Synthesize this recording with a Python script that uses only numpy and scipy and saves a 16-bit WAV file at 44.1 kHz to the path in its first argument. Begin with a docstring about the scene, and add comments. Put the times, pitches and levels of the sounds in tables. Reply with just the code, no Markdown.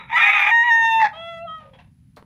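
"""A rooster in a walled yard

A rooster crows close by: a hoarse opening, a long clear note, a cracked fall, a soft sagging wheeze, then air.
Clear notes are sums of harmonics; hoarseness adds a second membrane beating with the voice, and noisy flapping.
Shaped noise makes the breath and the feet, which scuff and tap on the perch as he turns.
The walls add a short tail. A low rumble and a faint hiss lie under everything.
"""
import sys
import numpy as np
from scipy import signal
from scipy.fft import rfft, irfft
from scipy.io import wavfile
from scipy.ndimage import uniform_filter1d, minimum_filter1d, map_coordinates

SR = 44100
rng = np.random.default_rng(int(sys.argv[2]) if len(sys.argv) > 2 else 0)


def put_to_file(sound):
    """Save the sound as 16-bit audio at rate SR, in the file named by the first command-line argument."""
    columns = np.atleast_2d(sound).T  # one column per channel
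    safe = np.clip(columns, -1, 1)
    whole_steps = np.round(safe * 32767)
    wavfile.write(sys.argv[1], SR, whole_steps.astype(np.int16))


N = 99225
T = np.arange(N) / SR  # time in seconds
EDGE_HZ = 15650  # top of the sound band
FADE_S = .008  # fade just outside the span of a table
JITTER_HZ = 85.6  # how fast pitch and loudness tremble in the harmonic notes


def amp(db):
    """Turns dB into a plain factor."""
    return 10 ** (np.asarray(db) / 20)


def unit(x):
    """Scales to an average strength (rms) of 1."""
    return x / np.sqrt(np.mean(x ** 2) + 1e-20)


def read(points, hz):
    """Reads a table of frequency and value on a log-frequency axis."""
    f, value = np.transpose(points)
    return np.interp(np.log(hz + 1), np.log(f + 1), value)


def curves(rows):
    """Gives a soft gate over the span of a table, then each column over time."""
    s, *columns = np.transpose(rows)
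    gate = np.clip(np.minimum(T - s[0], s[-1] - T) / FADE_S + 1, 0, 1)
    return [np.sin(gate * np.pi / 2) ** 2] + [np.interp(T, s, c) for c in columns]


def colour(x, points):
    """Filters a sound by a spectrum; rms 1."""
    gain = amp(read(points, np.fft.rfftfreq(N, 1 / SR)))
    return unit(irfft(rfft(x) * gain, N))


def noise(points):
    """Makes coloured noise; rms 1."""
    return colour(rng.standard_normal(N), points)


def wander(rate_hz):
    """Drifts smoothly by chance, up to about the given rate; rms 1."""
    smoothing = 1 + (np.fft.rfftfreq(N, 1 / SR) / rate_hz) ** 4
    return unit(irfft(rfft(rng.standard_normal(N)) / smoothing, N))


def phase_of(hz, jitter, rate_hz):
    """Adds up the phase of an oscillator whose pitch trembles by the share jitter."""
    return 2 * np.pi * np.cumsum(hz * (1 + jitter * wander(rate_hz))) / SR


def burst(start, db, rise, decay):
    """Shapes a brief event: a straight rise, then an exponential decay."""
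    t = np.maximum(T - start, 0)
    return amp(db) * np.minimum(t / rise, 1) * np.exp(-np.maximum(t - rise, 0) / decay)


def ring(hz, width_hz):
    """Air sounding one narrow resonance; rms 1."""
    turn = 2 * np.pi * hz * T
    return wander(width_hz) * np.cos(turn) + wander(width_hz) * np.sin(turn)


def flaps(hz, jitter, rate_hz, uneven, breath):
    """One pulse a cycle, uneven in time and strength, each with a puff of air."""
    phase = phase_of(hz, jitter, rate_hz)
    pulses = unit(sum(np.cos(k * phase) for k in range(1, 15)))
    pulses = pulses * (1 + uneven * wander(rate_hz))
    puffs = (1 + np.cos(phase)) * rng.standard_normal(N)
    return unit(pulses) + breath * unit(puffs)


def harmonic_note(rows, overtones, order, jitter, shimmer):
    """The lowest partials swell and fade as beak and neck move; overtones follow partial number order."""
    gate, hz, *levels = curves(rows)
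    phase = phase_of(hz, jitter, JITTER_HZ)
    low = sum(amp(db) * np.cos(k * phase) for k, db in enumerate(levels, 1))
    high = 0
    for k in range(len(levels) + 1, 24):
        db = levels[order - 1] + read(overtones, k * hz) + 3.2 * wander(15)
        high += amp(db) * np.cos(k * phase) * (k * hz < EDGE_HZ)
    return np.sqrt(2) * gate * (low + high) * (1 + shimmer * wander(JITTER_HZ))


def unsteady_tone(rows, jitter):
    """A single tone of the voice, trembling in pitch and loudness."""
    gate, hz, db = curves(rows)
    wave = np.cos(phase_of(hz, jitter, rate_hz=140)) * (1 + 0.61 * wander(67))
    return gate * amp(db) * unit(wave)


# The long note, with a brief upward yodel.
# Each row: time in seconds, pitch in Hz, levels of partials 1 to 4 in dB.
LONG_NOTE = [(.517, 928.3, -21.5, -14, -34, -42), (.632, 935.4, -25, -13, -34, -42.5),
             (.644, 966, -24.5, -23.5, -43, -48), (.694, 951.4, -18, -18, -30, -43),
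             (.712, 916.7, -22, -13, -36, -36), (.805, 917.3, -23.5, -14.5, -35.5, -41),
             (.85, 908.2, -16.5, -20.5, -29.5, -34), (.89, 910, -17, -18, -29, -37),
             (.924, 901.4, -15, -30.5, -28, -33), (1.015, 894.2, -16.5, -26.5, -25.5, -40.5),
             (1.05, 842, -12, -38.5, -58.5, -51), (1.073, 827, -25.5, -28.5, -53.5, -62)]
# Colour of its overtones. Each row: frequency in Hz, level in dB against partial 4.
LONG_NOTE_OVERTONES = [(4500, -34), (5500, -20), (6400, -13), (7400, -29.5), (8400, -35), (11800, -31),
                       (13900, -37.5), (15500, -53)]


def long_note():
    """The clear voice: harmonics of one pitch with only a slight tremble."""
    return harmonic_note(LONG_NOTE, LONG_NOTE_OVERTONES, order=4, jitter=0.0014, shimmer=0.017)


# Start of the voice. Each row: time in seconds, pitch in Hz, levels of partials 1 and 2 in dB.
OPENING = [(.1, 869.4, -40, -59.5), (.136, 926, -16.5, -21.5), (.16, 977, -27.5, -19),
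           (.19, 985.5, -35, -17), (.225, 909.5, -31, -22), (.26, 939.8, -39, -20.5),
           (.29, 795, -25.5, -39), (.44, 826, -42.5, -37.5), (.495, 837.6, -17.5, -32.5)]
# Colour of its overtones. Each row: frequency in Hz, level in dB against partial 2.
OPENING_OVERTONES = [(2800, -22), (3600, -8.5), (4200, -35), (14000, -57.5)]


def opening():
    """The first membrane starts to sound, with a strong tremble in loudness."""
    return harmonic_note(OPENING, OPENING_OVERTONES, order=2, jitter=0.015, shimmer=.3)


# Second membrane in the hoarse opening; the rasp below borrows its pitch.
# Each row: time in seconds, pitch in Hz, level in dB (1 dB is taken off when played).
SECOND = [(.165, 1193, -23), (.205, 1201, -15.5), (.298, 1255, -14.5), (.36, 1240, -17.5),
          (.42, 1197, -13.5), (.458, 1204, -20.5), (.477, 1214, -16), (.51, 1199, -16), (.522, 1203, -47.5)]
# Balance of its partials. 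Each row: frequency in Hz, relative level in dB.
SECOND_PARTIALS = [(1230, -3.5), (2450, 5.5), (3700, -16), (4900, -37), (6200, -30.5), (12000, -52.5)]
# Slow beats of the membranes. Each row: beat rate as a share of the pitch, relative depth.
BEATS = [(.2, .9), (.335, .7), (.51, .45)]
# Throat resonances, for the sidebands here and the rasp. Each row: frequency in Hz, relative level in dB.
THROAT = [(480, -31.5), (680, -19.5), (810, -9), (950, -12), (1080, -14), (1200, -4), (1330, -8),
          (1420, -19.5), (1600, -9), (1980, 0), (2250, 2), (2480, -0.5), (2650, -10), (3200, -20),
          (3600, -11), (3900, -35), (4500, -44), (6100, -38), (8000, -55.5), (12200, -45), (14000, -68.5)]
CLUMP_DB, CLUMP_HZ = 2.6, 110  # depth and rate of the clumps in the hoarse sound


def second_membrane():
    """A higher tone beats against the first; its sidebands come and go as wandering strands."""
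    gate, hz, db = curves(SECOND)
    phase = phase_of(hz, jitter=.006, rate_hz=90)
    partials = 0
    for k in range(1, 11):
        partials += amp(read(SECOND_PARTIALS, k * hz) + 2.8 * wander(22)) * np.cos(k * phase)
    sidebands = 0
    for share, depth in BEATS:
        beat = phase_of(hz * share, jitter=.05, rate_hz=14)
        for k in range(1, 11):
            for side in (-1, 1):  # below and above each partial
                strand = depth * amp(read(THROAT, (k + side * share) * hz) + 4 * wander(12))
                sidebands += strand * np.cos(k * phase + side * beat + 2 * np.pi * rng.random())
    level = amp(db + .8 * CLUMP_DB * wander(CLUMP_HZ / 2) - 1)
    return gate * level * unit(unit(partials) + unit(sidebands))


# Irregular flapping of the membranes. Each row: time in seconds, level in dB before clumping.
RASP = [(0, -41), (.07, -53), (.122, -28.5), (.158, -31), (.172, -20), (.40, -21.5), (.505, -20),
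        (.522, -44), (.56, -52), (.628, -50), (.645, -36), (.695, -34.5), (.72, -54), (.985, -54)]


def rasp():
    """Chaotic flapping in clumps, through throat resonances that rise and fall with the second membrane."""
    gate, db = curves(RASP)
    hz = curves(SECOND)[1]
    flapping = colour(flaps(700, jitter=.3, rate_hz=450, uneven=0.21, breath=.5), THROAT)
    # playing it faster or slower moves pitch and resonances together
    stretched = map_coordinates(flapping, [np.cumsum(hz / hz.mean())], order=3, mode="wrap")
    return gate * amp(db + CLUMP_DB * wander(CLUMP_HZ)) * stretched


# A brief squeal as the second membrane sets in. Each row: time in seconds, pitch in Hz, level in dB.
SQUEAL = [(.168, 1303, -27.5), (.19, 1348, -20.5), (.232, 1330, -29)]


def squeal():
    """One high unsteady tone in the hoarse opening."""
    return unsteady_tone(SQUEAL, jitter=.005)


# The voice cracks as it falls. 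Each row: time in seconds, pitch in Hz, level in dB.
CRACK = [(.988, 1010, -45), (1.003, 993.4, -25.5), (1.02, 973.6, -25), (1.031, 908.4, -19.5),
         (1.045, 857, -24), (1.068, 845.6, -25), (1.08, 850, -36), (1.13, 843, -55)]
# Its harsh last burst. The one row: start in seconds, level in dB, rise in seconds, decay in seconds.
CRACK_END = (1.04, -22, 0.0081, 0.0149)
# Colour of both. Each row: frequency in Hz, relative level in dB.
CRACK_COLOUR = [(80, -31), (190, -13.5), (450, -20.5), (750, -5.5), (1400, -5), (1900, 4.5), (2500, -9),
                (3050, -27), (3450, -16), (4000, -21), (6300, -31.5), (8000, -48.5), (14000, -56.5)]


def crack():
    """The long note breaks into a falling rattle and ends on a harsh burst."""
    gate, hz, db = curves(CRACK)
    drive = flaps(hz, jitter=.025, rate_hz=220, uneven=.5, breath=.45)
    rattle = 1 + .6 * np.cos(phase_of(190, jitter=.15, rate_hz=60))
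    falling = gate * amp(db) * colour(drive * rattle, CRACK_COLOUR)
    return falling + burst(*CRACK_END) * noise(CRACK_COLOUR)


# A falling squeak in that last burst. Each row: time in seconds, pitch in Hz, level in dB.
SQUEAK = [(1.066, 2255, -26.5), (1.073, 1966, -29)]


def squeak():
    """One very short, high, falling tone."""
    return unsteady_tone(SQUEAK, jitter=.02)


# The wheeze, flipping register at 1.47 s.
# Each row: time in seconds, pitch in Hz, levels of partials 1 to 6 in dB.
WHEEZE = [(1.135, 626, -49.5, -42, -65, -59, -55, -58), (1.18, 659, -40, -46.5, -51, -48.5, -41, -70),
          (1.28, 674.7, -36.5, -39, -43.5, -47, -43, -67), (1.385, 661.3, -38, -43.5, -45, -54, -50.5, -69),
          (1.432, 674.5, -34, -51, -63, -44, -73, -70), (1.457, 682, -31.5, -50, -61, -73, -73, -73),
          (1.482, 637.7, -53, -33.5, -58, -66, -44, -69),
          (1.555, 639.5, -57.5, -34, -49.5, -69, -49.5, -70), (1.61, 616, -55.5, -50, -59, -68.5, -63, -76),
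          (1.69, 612, -65, -56.5, -83, -82, -95, -90)]
# Colour of its overtones. Each row: frequency in Hz, level in dB against partial 3.
WHEEZE_OVERTONES = [(4700, -31), (7400, -35), (15000, -48)]


def wheeze():
    """A soft, lower harmonic note that sags; the flip trades strength between its partials."""
    return harmonic_note(WHEEZE, WHEEZE_OVERTONES, order=3, jitter=0.004, shimmer=0.062)


# The last low moan. Each row: time in seconds, pitch in Hz, level in dB.
MOAN = [(1.61, 587, -72), (1.66, 542, -50), (1.77, 525.5, -58.5)]


def moan():
    """One low, sagging, unsteady tone as the voice runs out."""
    return unsteady_tone(MOAN, jitter=.035)


# Hollow rush before the crow. Each row: resonance in Hz, level at the start in dB.
RUSH = [(500, -55.5), (960, -45), (1320, -44), (3800, -50)]
RUSH_DECAY_S = 0.05
# Air in the throat around the wheeze. Each row: time in seconds, level in dB before fluttering.
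AIR = [(1.12, -74), (1.135, -47), (1.175, -47), (1.21, -59), (1.55, -86), (1.6, -55.5), (1.66, -58.5),
       (1.72, -68), (1.88, -73)]
# Colour of that air. Each row: frequency in Hz, relative level in dB.
AIR_COLOUR = [(380, -20), (540, -1), (950, 4), (1250, -11.5), (1680, -4.5), (3400, -10), (4300, -20.5),
              (12000, -52)]
# Last puffs of air. Each row: start in seconds, level in dB before fluttering, resonance in Hz.
PUFFS = [(1.731, -52.5, 3310), (1.784, -51.5, 2715)]
PUFF_RISE_S, PUFF_DECAY_S = 0.0094, .027


def air():
    """A hollow rush of resonances before the crow; fluttering air and whistling puffs around its end."""
    gate, db = curves(AIR)
    rush = sum(amp(level) * ring(hz, width_hz=110) for hz, level in RUSH)
    rush = rush * np.exp(-T / RUSH_DECAY_S)
    flutter = amp(2.5 * wander(101.4)) * noise(AIR_COLOUR)
    puffs = 0
    for start, level, hz in PUFFS:
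        whistling = flutter + 0.57 * ring(hz, width_hz=73)
        puffs += burst(start, level, PUFF_RISE_S, PUFF_DECAY_S) * whistling
    return rush + gate * amp(db) * flutter + puffs


# Claws scraping. Each row: start in seconds, level in dB, decay in seconds.
SCRAPES = [(1.582, -59, 0.0017), (2.163, -53.5, 0.02)]
# Colour of the scrapes. Each row: frequency in Hz, relative level in dB.
SCRAPE_COLOUR = [(1000, -25), (1700, -16), (4300, 3), (6000, -10), (15000, -16)]
# Feet on the perch. Each row: start in seconds, level in dB, rise in seconds, decay in seconds.
STEPS = [(2.167, -42, 0.0044, 0.021), (2.2259, -34.5, 0.00018, 0.00096)]
# Colour of the steps. Each row: frequency in Hz, relative level in dB.
STEP_COLOUR = [(150, -10.5), (450, 8.5), (1100, 1.5), (2200, -8), (5500, -36), (14000, -44)]


def feet():
    """Claws scrape, a foot lands, a claw taps: short bursts of coloured noise."""
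    scrapes = sum(burst(start, db, 0.0014, decay) for start, db, decay in SCRAPES)
    steps = sum(burst(*row) for row in STEPS)
    return scrapes * noise(SCRAPE_COLOUR) + steps * noise(STEP_COLOUR)


# How long the tail lasts. Each row: frequency in Hz, time to die by 60 dB in seconds.
YARD_T60 = [(1000, .28), (14000, 0.055)]
YARD_DB = -18  # level of the tail against the direct sound


def yard(x):
    """A short tail from the walls: scattered echoes, each band dying at its own speed."""
    size = SR // 2
    taps = rng.standard_normal(size) * (rng.random(size) < .08) * (np.arange(size) > .005 * SR)
    hz, t, z = signal.stft(taps, SR, nperseg=256)
    dying = amp(-60 * t / read(YARD_T60, hz)[:, None])
    tail = signal.istft(z * dying, SR, nperseg=256)[1]
    return signal.fftconvolve(x, tail / np.linalg.norm(tail))[:N]


# Colour of the low rumble. Each row: frequency in Hz, relative level in dB.
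RUMBLE = [(20, -25), (70, -2), (185, -0.5), (250, -10), (420, -39.5), (900, -74)]
# Slow level change of the rumble. Each row: time in seconds, change in dB against RUMBLE_DB.
RUMBLE_CHANGE = [(.15, 5.5), (.27, -2.5), (.72, -3.5), (.85, 4)]
# Colour of the faint hiss. Each row: frequency in Hz, relative level in dB.
HISS = [(2200, -2.5), (9400, -13.5), (10300, 2.5), (11200, -14)]
RUMBLE_DB, HISS_DB = -56, -75.5


def background():
    """Steady faint hiss, and a low rumble, weaker from about 0.27 to 0.72 s."""
    rumble_db = RUMBLE_DB + np.interp(T, *np.transpose(RUMBLE_CHANGE))
    return amp(rumble_db) * noise(RUMBLE) + amp(HISS_DB) * noise(HISS)


def scene():
    """The rooster, his yard and the background."""
    clear = long_note() + wheeze()
    hoarse = opening() + second_membrane() + squeal() + rasp() + crack() + squeak()
    bird = clear + hoarse + moan() + air() + feet()
    return (bird + amp(YARD_DB) * yard(bird) + background())[None]


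def record(dry):
    """A quick limiter holds down the peaks of the crow; then a filter cuts the top of the band."""
    ceiling_db = -4.5
    gain = np.minimum(amp(ceiling_db) / (abs(dry) + 1e-9), 1)
    smooth_gain = uniform_filter1d(minimum_filter1d(gain, size=90), size=90)  # about 2 ms each
    low_pass = signal.firwin(511, EDGE_HZ, window=("kaiser", 9), fs=SR)
    return signal.oaconvolve(dry * smooth_gain, low_pass[None], "same")


dry = scene()
out = record(dry)
put_to_file(out)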